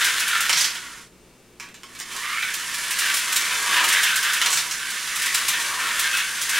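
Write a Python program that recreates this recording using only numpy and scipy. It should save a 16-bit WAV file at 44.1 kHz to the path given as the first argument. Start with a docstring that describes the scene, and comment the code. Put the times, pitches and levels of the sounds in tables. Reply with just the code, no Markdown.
"""Two toy slot cars whirr round a plastic track on a tiled floor, stall, are pushed on by hand and race off.
Two shaky gear tones make the whirr; thousands of tiny random blows make the chatter, scrape and drumming.
Bursts of noise make the clacks over rail joints and the knocks of the plastic bodies.
Dying tones make the floor bumps and the ringing track pieces.
Around them are hard-room echoes, soft air noise, a mains hum and, during the stall, a thin whine."""
import sys
import numpy as np
from scipy import signal
from scipy.fft import rfft, irfft
from scipy.io import wavfile

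SR = 44100
rng = np.random.default_rng(int(sys.argv[2]) if len(sys.argv) > 2 else 0)


def int16_out(signal):
    """Quantize to a 16-bit WAV file."""
    q = np.round(np.clip(np.atleast_2d(signal).T, -1, 1) * 32767)
    wavfile.write(sys.argv[1], SR, q.astype(np.int16))


N = 290619
TIME = np.arange(N) / SR
EDGE_HZ = 15880


def amp(db):
    """Turns decibels into a gain."""
    return 10 ** (np.asarray(db) / 20)


def unit(x):
    """Scales a sound to an rms of 1."""
    return x / np.sqrt(np.mean(x ** 2) + 1e-20)


def read(points, hz):
    """Reads a table of pitches and values between its points, on a log-frequency axis."""
    f, value = np.transpose(points)
    return np.interp(np.log(hz + 1), np.log(f + 1), value)


def follow(points):
    """Draws straight lines through a table of times and values, one value per sample."""
    return np.interp(TIME, *np.transpose(points))


def add(mix, s, sound):
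    """Mixes a sound in at time s, in seconds."""
    part = mix[max(round(s * SR), 0):][:len(sound)]
    part += sound[:len(part)]


def colour(x, points, tilt_db=0):
    """Filters a sound to a given spectrum without pre-echo, tilted in dB per octave above 500 Hz."""
    hz = abs(np.fft.fftfreq(8192, 1 / SR))
    octaves = np.log2(np.maximum(hz, 500) / 3000)
    log_gain = np.log(amp(read(points, hz) + tilt_db * octaves))
    # this choice of phase puts the filter's energy as early as possible
    response = np.exp(np.conj(signal.hilbert(log_gain)))
    taps = np.fft.ifft(response).real[:4096]
    return signal.oaconvolve(x, taps)[:len(x)]


def wander(hz):
    """Makes a random curve of rms 1 that changes mostly at rates below hz."""
    t = np.arange(16384) / 2400
    rates = np.fft.rfftfreq(len(t), t[1])
    spectrum = rfft(rng.standard_normal(len(t))) / (1 + (rates / hz) ** 4)
    return unit(np.interp(TIME, t, irfft(spectrum)))


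def impacts(per_s, spread_db):
    """Scatters tiny blows of uneven size and random sign."""
    sizes = amp(spread_db * np.minimum(rng.exponential(1, N), 4)) * rng.choice([-1, 1], N)
    return sizes * (rng.random(N) < per_s / SR)


def track_ring(x, ring_db):
    """Adds the ringing of the track to a blow: each mode is a sine that dies away, faster if it is wide."""
    # ringing of the track pieces: pitch_hz, width_hz, level_db [relative]
    track_modes = [(1020, 16, -6), (1156, 9.8, -15), (1850, 67, -1), (2350, 150, -1.5), (2740, 80, -31),
                   (3670, 1200, 8)]
    t = np.arange(SR // 8) / SR
    modes = np.zeros(len(t))
    for hz, width, db in track_modes:
        decay = np.exp(-np.pi * width * t)
        modes += amp(db) * np.sqrt(width) * decay * np.sin(2 * np.pi * hz * t)
    ring = signal.oaconvolve(x, modes / np.linalg.norm(modes))[:len(x)]
    return x + amp(ring_db) * ring


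def reflections(x):
    """Makes the dense echoes of the room, each pitch range dying at its own rate."""
    # echo life: pitch_hz, time_to_fall_60_db_s
    echo_times = [(200, 0.29), (1300, 0.27), (3500, 0.35), (9000, 0.16), (16000, 0.23)]
    length = SR // 3
    taps = rng.standard_normal(length) * (rng.random(length) < .12)
    taps *= np.arange(length) > 150  # a short gap before the first echo
    hz, t, z = signal.stft(taps, SR, nperseg=256)
    fade = amp(-60 * t / read(echo_times, hz)[:, None])
    tail = signal.istft(z * fade, SR, nperseg=256)[1]
    return signal.oaconvolve(x, tail / np.linalg.norm(tail))[:N]


def room(x, wet_db, shifts_per_s=7):
    """Adds three sets of echoes that fade in and out in turn, so the echo pattern keeps shifting."""
    echoes = np.zeros(N)
    for k in range(3):
        echoes += reflections(x * np.cos(np.pi * (shifts_per_s * TIME + k / 3)))
    echoes /= np.sqrt(1.5)
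    return (x + amp(wet_db) * echoes) / np.hypot(1, amp(wet_db))


def swells(rows):
    """Makes dB curves that rise and fall smoothly around each pass, one for each gain column."""
    return sum(np.outer(dbs, np.exp(-((TIME - s) / half) ** 2)) for s, half, *dbs in rows)


def gears(mesh, jitter, overtone_db):
    """Whirrs like one car: the tooth rate shakes as wheels grip and slip, and teeth rattle in bursts."""
    hz = follow(mesh) * (1 + jitter * wander(227.0) + .01 * wander(14.3))
    phase = 2 * np.pi * np.cumsum(hz) / SR
    tone = np.sin(phase) + amp(overtone_db) * np.sin(2 * phase)
    return unit(tone * amp(4.7 * np.minimum(wander(164), 2.2)))


def whirr(first_db, second_db):
    """Sounds both cars' gears in the room, each swelling by its own load."""
    # speed of the first car, then of the second: time_s, gear_mesh_hz
    first_mesh = [(0, 1635), (.43, 1372), (.9, 1446), (2.1, 1067), (2.3, 1203), (2.58, 1768), (2.9, 1730),
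                  (3.1, 1570), (3.98, 1655), (4.12, 1556), (4.3, 1570), (4.42, 1396), (4.88, 1557),
                  (5.33, 1931), (5.45, 1624), (5.86, 1843), (6.17, 1483), (6.59, 1616)]
    second_mesh = [(0, 1800), (.45, 1750), (1.0, 2150), (2.1, 1850), (2.45, 2300), (3.05, 1780),
                   (3.5, 2280), (3.8, 1900), (4.7, 1600), (5.3, 2200), (5.88, 1330), (6.2, 1650),
                   (6.59, 1800)]
    first = amp(first_db) * gears(first_mesh, jitter=.043, overtone_db=-11.5)
    second = amp(second_db - 2) * gears(second_mesh, jitter=.068, overtone_db=-22)
    return room(first + second, wet_db=-3.0)


def chatter(bounce):
    """Rattles the chassis on the hollow track: random blows that come stronger and weaker with the hops."""
    # tone of the chatter: pitch_hz, level_db [relative, per Hz]
    chatter_tone = [(300, -35.5), (800, -22), (1150, -9.5), (1500, -1), (1850, -1.5), (2400, -3),
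                    (2750, -4), (3400, -4), (4200, -9.5), (7000, -21.5), (15000, -24)]
    blows = impacts(2400, spread_db=2.5) * amp(2.45 * bounce + wander(26))
    return unit(room(colour(track_ring(blows, ring_db=-24), chatter_tone), wet_db=0.0))


def shoes(bounce):
    """Scrapes metal pickup shoes on the rails in thousands of tiny ticks, with a treble that dulls and returns."""
    # tone of the scrape: pitch_hz, level_db [relative, per Hz]
    scrape_tone = [(700, -20.5), (2000, -1), (3500, -4), (4500, 0), (6000, 2), (7200, 1), (9000, 1),
                   (11000, -2.5), (13000, -10), (16000, -20.5)]
    # duller during the first run's slowing, bright again by the restart:
    # time_s, share_of_treble_lost [0 to 1]
    dulling = [(.45, 0.2), (.78, 0.36), (2.1, .02)]
    ticks = impacts(4500, spread_db=1.0) * amp(0.5 * bounce + 0.89 * wander(53))
    scrape = room(colour(ticks, scrape_tone), wet_db=-2.5, shifts_per_s=23)
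    treble = signal.sosfiltfilt(signal.butter(2, 9500, "high", fs=SR, output="sos"), scrape)
    return unit(scrape - np.clip(follow(dulling), 0, 1) * treble)


def drumming():
    """Drums on hollow pieces of track: random blows, with the lower pitches brought out."""
    # tone of the drumming: pitch_hz, level_db [relative, per Hz]
    drum_tone = [(100, -28), (200, -22), (400, -14), (650, -11.5), (860, -9), (955, 2), (1035, -1.5),
                 (1120, 5.5), (1230, 1), (3000, -54)]
    blows = impacts(2000, spread_db=1.5)
    return unit(room(colour(track_ring(blows, ring_db=-17), drum_tone), wet_db=3))


def cars():
    """Runs whirr, chatter, scrape and drumming at the drive's level, each with its swells; silent in the stall."""
    # how hard the cars are driven, heard as the running level: time_s, level_db
    drive_points = [(0, -25), (.25, -29.5), (.47, -30), (.68, -30.5), (.8, -37.5), (1.03, -47), (1.12, -49),
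                    (1.86, -50.5), (2.05, -45.5), (2.13, -36), (2.33, -36), (2.8, -31.5), (3.12, -27),
                    (3.3, -29.5), (3.9, -26.5), (4.45, -29.5), (4.8, -34), (5.36, -28.5), (5.66, -29),
                    (5.8, -31.5), (6.03, -28.5), (6.35, -31), (6.59, -27)]
    # surges as the cars lean into a bend or pull away, each car's gears loaded by its own amount:
    # centre_s, half_length_s, chatter_gain_db, first_whirr_gain_db, second_whirr_gain_db
    surges = [(.04, 0.21, 6, 10.5, -3), (.38, 0.085, 7, 12, 9), (.9, 0.062, -1, 9, 3),
              (2.26, 0.084, 4.5, 4, 13), (2.4, 0.11, 5.5, 14, 15.5), (3.07, 0.057, 6, 9, 4),
              (3.5, 0.064, 3.5, -10, 7.5), (3.79, .08, 6.5, 10, 7), (3.99, 0.08, 7, 8, 12.5),
              (4.13, 0.066, 4.5, 14, 5), (4.31, 0.072, 7, 10, 8), (4.85, 0.084, 2.5, 9.5, 5),
              (5.28, 0.075, 0.5, 10.5, 7), (5.55, 0.046, 3, 5, 7), (5.87, 0.099, 4.5, 9.5, 9),
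              (6.06, .04, 5.5, 10, 0), (6.2, 0.073, 4.5, 6, 3), (6.58, 0.069, 5.5, 10, 11)]
    # passes over the bumpy stretch, where the shoes scrape harder: centre_s, half_length_s, gain_db
    bumpy_passes = [(.61, 0.042, 8.5), (4.56, 0.062, 5)]
    # passes over hollow pieces of track that drum: centre_s, half_length_s, gain_db
    hollow_passes = [(.54, .03, 4), (.97, 0.12, 6.5), (2.17, 0.035, 8.5), (3.57, 0.21, 5), (3.82, 0.13, 11),
                     (4.49, 0.048, 11.5), (4.66, 0.031, 6), (5.8, .18, 9)]
    moving = np.interp(TIME, [1.035, 1.1, 1.74, 1.93], [1, 0, 0, 1])
    drive = moving * amp(follow(drive_points))
    surge, first, second = swells(surges)
    bumpy, = swells(bumpy_passes)
    hollow, = swells(hollow_passes)
    bounce = wander(72)  # the light cars hop on the rails
    running = amp(surge) * chatter(bounce)
    running += amp(-10.5) * whirr(first, second)
    running += amp(-0.12 + bumpy) * shoes(bounce)
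    running += amp(-12.5 + hollow) * drumming()
    return drive * running


def steady_tones(lines):
    """Sums sine tones, each with a slowly drifting phase; the sqrt(2) makes each level an rms level."""
    return sum(amp(db) * np.sqrt(2) * np.sin(2 * np.pi * hz * TIME + wander(2.7)) for hz, db in lines)


def background():
    """Lays down room air and hiss as coloured noise, mains hum as low sines, and a whine in the stall."""
    # room air and hiss: pitch_hz, level_db [relative, per Hz]
    air_tone = [(20, -7), (60, -8), (88, -19), (150, -7), (400, -7.5), (500, -10), (700, -17), (1500, -19),
                (4000, -23), (9000, -25.5), (15000, -35)]
    # mains hum: pitch_hz, level_db
    hum_lines = [(59, -68.5), (119.8, -65), (177.5, -65.5), (240, -64.5), (360.6, -66)]
    # thin whine while the cars stand still: pitch_hz, level_db
    whine_lines = [(2277, -71), (2585, -74), (2762, -72), (3601, -77)]
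    air = amp(-53) * unit(colour(rng.standard_normal(N), air_tone))
    stalled = np.interp(TIME, [1.08, 1.16, 1.56, 1.6], [0, 1, 1, 0])
    return air + steady_tones(hum_lines) + stalled * steady_tones(whine_lines)


def joints():
    """Clacks the metal shoes over gaps between track pieces: short noise buzzes that also ring the track."""
    # shoes hitting rail joints: start_s, level_db [before ringing, colour and room]
    joint_hits = [(.0428, -13.5), (.197, -15.5), (0.2769, -16), (.4045, -13.5), (2.5369, -18.5),
                  (2.7399, -21.5), (2.9059, -17), (2.9866, -13), (3.1395, -13), (3.1674, -15),
                  (3.3233, -15), (3.3586, -10), (3.8392, -14.5), (3.8854, -13.5), (3.924, -13),
                  (4.0303, -11.5), (4.1572, -12.5), (4.2273, -17), (4.3319, -14), (4.9013, -23),
                  (5.1574, -18.5), (5.2181, -17.5), (5.2587, -15.5), (5.343, -11), (5.4815, -10.5),
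                  (5.9916, -12), (6.1683, -17.5), (6.4129, -16.5), (6.4911, -15.5)]
    # tone of the clacks: pitch_hz, level_db [relative, per Hz]
    clack_tone = [(300, -42), (1000, -9.5), (2500, -0.5), (4500, -2), (7000, -1), (9500, -1.5),
                  (12000, -6.5), (16000, -12)]
    rise_s, buzz_s = .0012, .017
    out, t = np.zeros(N), np.arange(SR // 8) / SR
    buzz = (1 - np.exp(-t / rise_s)) * np.exp(-(t / buzz_s) ** 1.73)
    for s, db in joint_hits:
        add(out, s, amp(db) * buzz * rng.standard_normal(len(t)))
    return amp(1.0) * room(colour(track_ring(out, ring_db=-23), clack_tone), wet_db=-1.5)


def strike(decay, snap):
    """Makes a blow: a sharp first contact and a dying burst of noise for the rebounds."""
    t = np.arange(SR // 6) / SR
    return rng.standard_normal(len(t)) * np.exp(-t / max(decay, .002)) + snap * (t == 0)


def knocks():
    """Knocks car bodies on the track: each blow stirs one broad resonance; the higher it is, the brighter."""
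    # knocks on the bumpy stretch and under the hand, and a short rasp of a car in a bend near 5.6 s:
    # start_s, level_db [before resonance, ringing and room], rattle_decay_s, body_resonance_hz
    knock_hits = [(0.494, -9, 0.01, 2340), (.5284, -11, 0.006, 4540), (.573, -13, 0.011, 5000),
                  (.6094, -13.5, 0.0088, 5600), (.644, -12.5, 0.0065, 4670), (0.758, -25.5, .007, 3420),
                  (1.5988, -26, 0.007, 2380), (1.626, -37.5, 0.025, 1730), (1.688, -37.5, 0.0049, 2600),
                  (1.743, -33.5, 0.0085, 2930), (1.8334, -29, 0.0028, 3100), (1.951, -32.5, 0.0084, 3600),
                  (1.99, -31, .006, 9000), (2.0004, -24.5, 0.005, 8100), (2.007, -25.5, 0.0044, 1710),
                  (2.165, -21, 0.0038, 4960), (4.416, -8.5, 0.0035, 2700), (4.423, -20.5, .014, 2750),
                  (4.46, -10.5, 0.0055, 4730), (4.505, -17.5, 0.0088, 7000), (4.529, -12.5, .007, 7900),
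                  (4.573, -14, 0.01, 4550), (4.7104, -21, 0.015, 6400), (5.486, -21, 0.014, 3000),
                  (5.598, -19.5, 0.014, 3280)]
    # tone of a plain knock: pitch_hz, level_db [relative, per Hz]
    knock_tone = [(120, -24.5), (500, -16.5), (1000, -1), (2000, 2.5), (3500, -0.5), (5500, 1.5),
                  (8200, -0.5), (11000, -7.5), (16000, -14)]
    # the tilt grows by this much for each octave of resonance above the plain one
    bright_db_per_octave, plain_body_hz = 1, 3700
    out = np.zeros(N)
    for s, db, decay, body_hz in knock_hits:
        tilt_db = bright_db_per_octave * np.log2(body_hz / plain_body_hz)
        blow = colour(strike(decay, snap=2.9), knock_tone, tilt_db)
        body = signal.lfilter(*signal.iirpeak(body_hz, 3.2, fs=SR), blow)
        add(out, s, amp(db) * (blow + 1.16 * body))
    return amp(1) * room(track_ring(out, ring_db=-22), wet_db=2.0)


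def dying_tones(rows, decay, rise):
    """Starts sines softly and lets them die away; decay and rise are in seconds."""
    out, t = np.zeros(N), np.arange(SR // 3) / SR
    shape = np.exp(-t / decay) * (1 - np.exp(-t / rise))
    for s, hz, db in rows:
        add(out, s, 2 * amp(db) * np.sin(2 * np.pi * hz * t) * shape)
    return out


def floor_bumps():
    """Bumps dully on the floor: low tones that die within a fraction of a second."""
    # start_s, pitch_hz, level_db [relative]
    bumps = [(0.551, 157, -54), (4.55, 147, -48.5), (5.48, 160, -54), (5.979, 60.3, -54)]
    return dying_tones(bumps, decay=0.052, rise=0.0031)


def finger_rings():
    """Rings the empty track piece under the fingers: single tones set off by a soft push."""
    # start_s, pitch_hz, level_db [relative]
    rings = [(1.605, 952, -53), (1.62, 1126, -48), (1.835, 1080, -50.5)]
    return dying_tones(rings, decay=0.042, rise=0.0017)


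def ports(mid, width):
    """Forms left and right as two close microphones hear them: one shared sound, parted by reflections."""
    side = colour(room(mid, wet_db=14), width)
    return np.array([mid + side, mid - side])


def scene():
    """Places the race by where the cars are, over the quiet room."""
    # width of the race, then of the background and bumps: pitch_hz, side_minus_mid_db
    race_width = [(30, -33), (150, -47), (400, -51), (900, -21.5), (1600, -35), (2800, -24), (4700, -42),
                  (5600, -11.5), (9000, -7.5), (14000, -14.5)]
    air_width = [(30, -29), (90, -19), (500, -17), (3500, -21), (6000, -4), (15000, -5)]
    # where the cars are heard: time_s, left_minus_right_db
    pan = [(0, -0.6), (.35, -1.5), (.6, -2.5), (1.6, -2.5), (2.3, -3), (3.2, -1.4), (4.1, -1.3), (4.5, -2),
           (5.0, -2.9), (5.4, -0.5), (6.1, -1.3), (6.59, -1)]
    # overall lean to one side: pitch_hz, left_minus_right_db
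    lean = [(100, -1), (250, 1.5), (1400, 1.47), (5500, 0.1), (10000, -0.5), (14000, 1.5)]
    race = ports(cars() + joints() + knocks() + finger_rings(), race_width)
    race *= amp(np.array([[.5], [-.5]]) * follow(pan))  # half the difference to each side
    left, right = race + ports(background() + floor_bumps(), air_width)
    left = colour(left, [(hz, db / 2) for hz, db in lean])
    right = colour(right, [(hz, -db / 2) for hz, db in lean])
    return np.array([left, right])


def record(dry):
    """Cuts off the treble steeply around EDGE_HZ, as a recorder's band limit does."""
    lowpass = signal.firwin(601, EDGE_HZ, window=("kaiser", 9), fs=SR)
    return signal.oaconvolve(dry, lowpass[None], "same")


dry = scene()
out = record(dry)
int16_out(out)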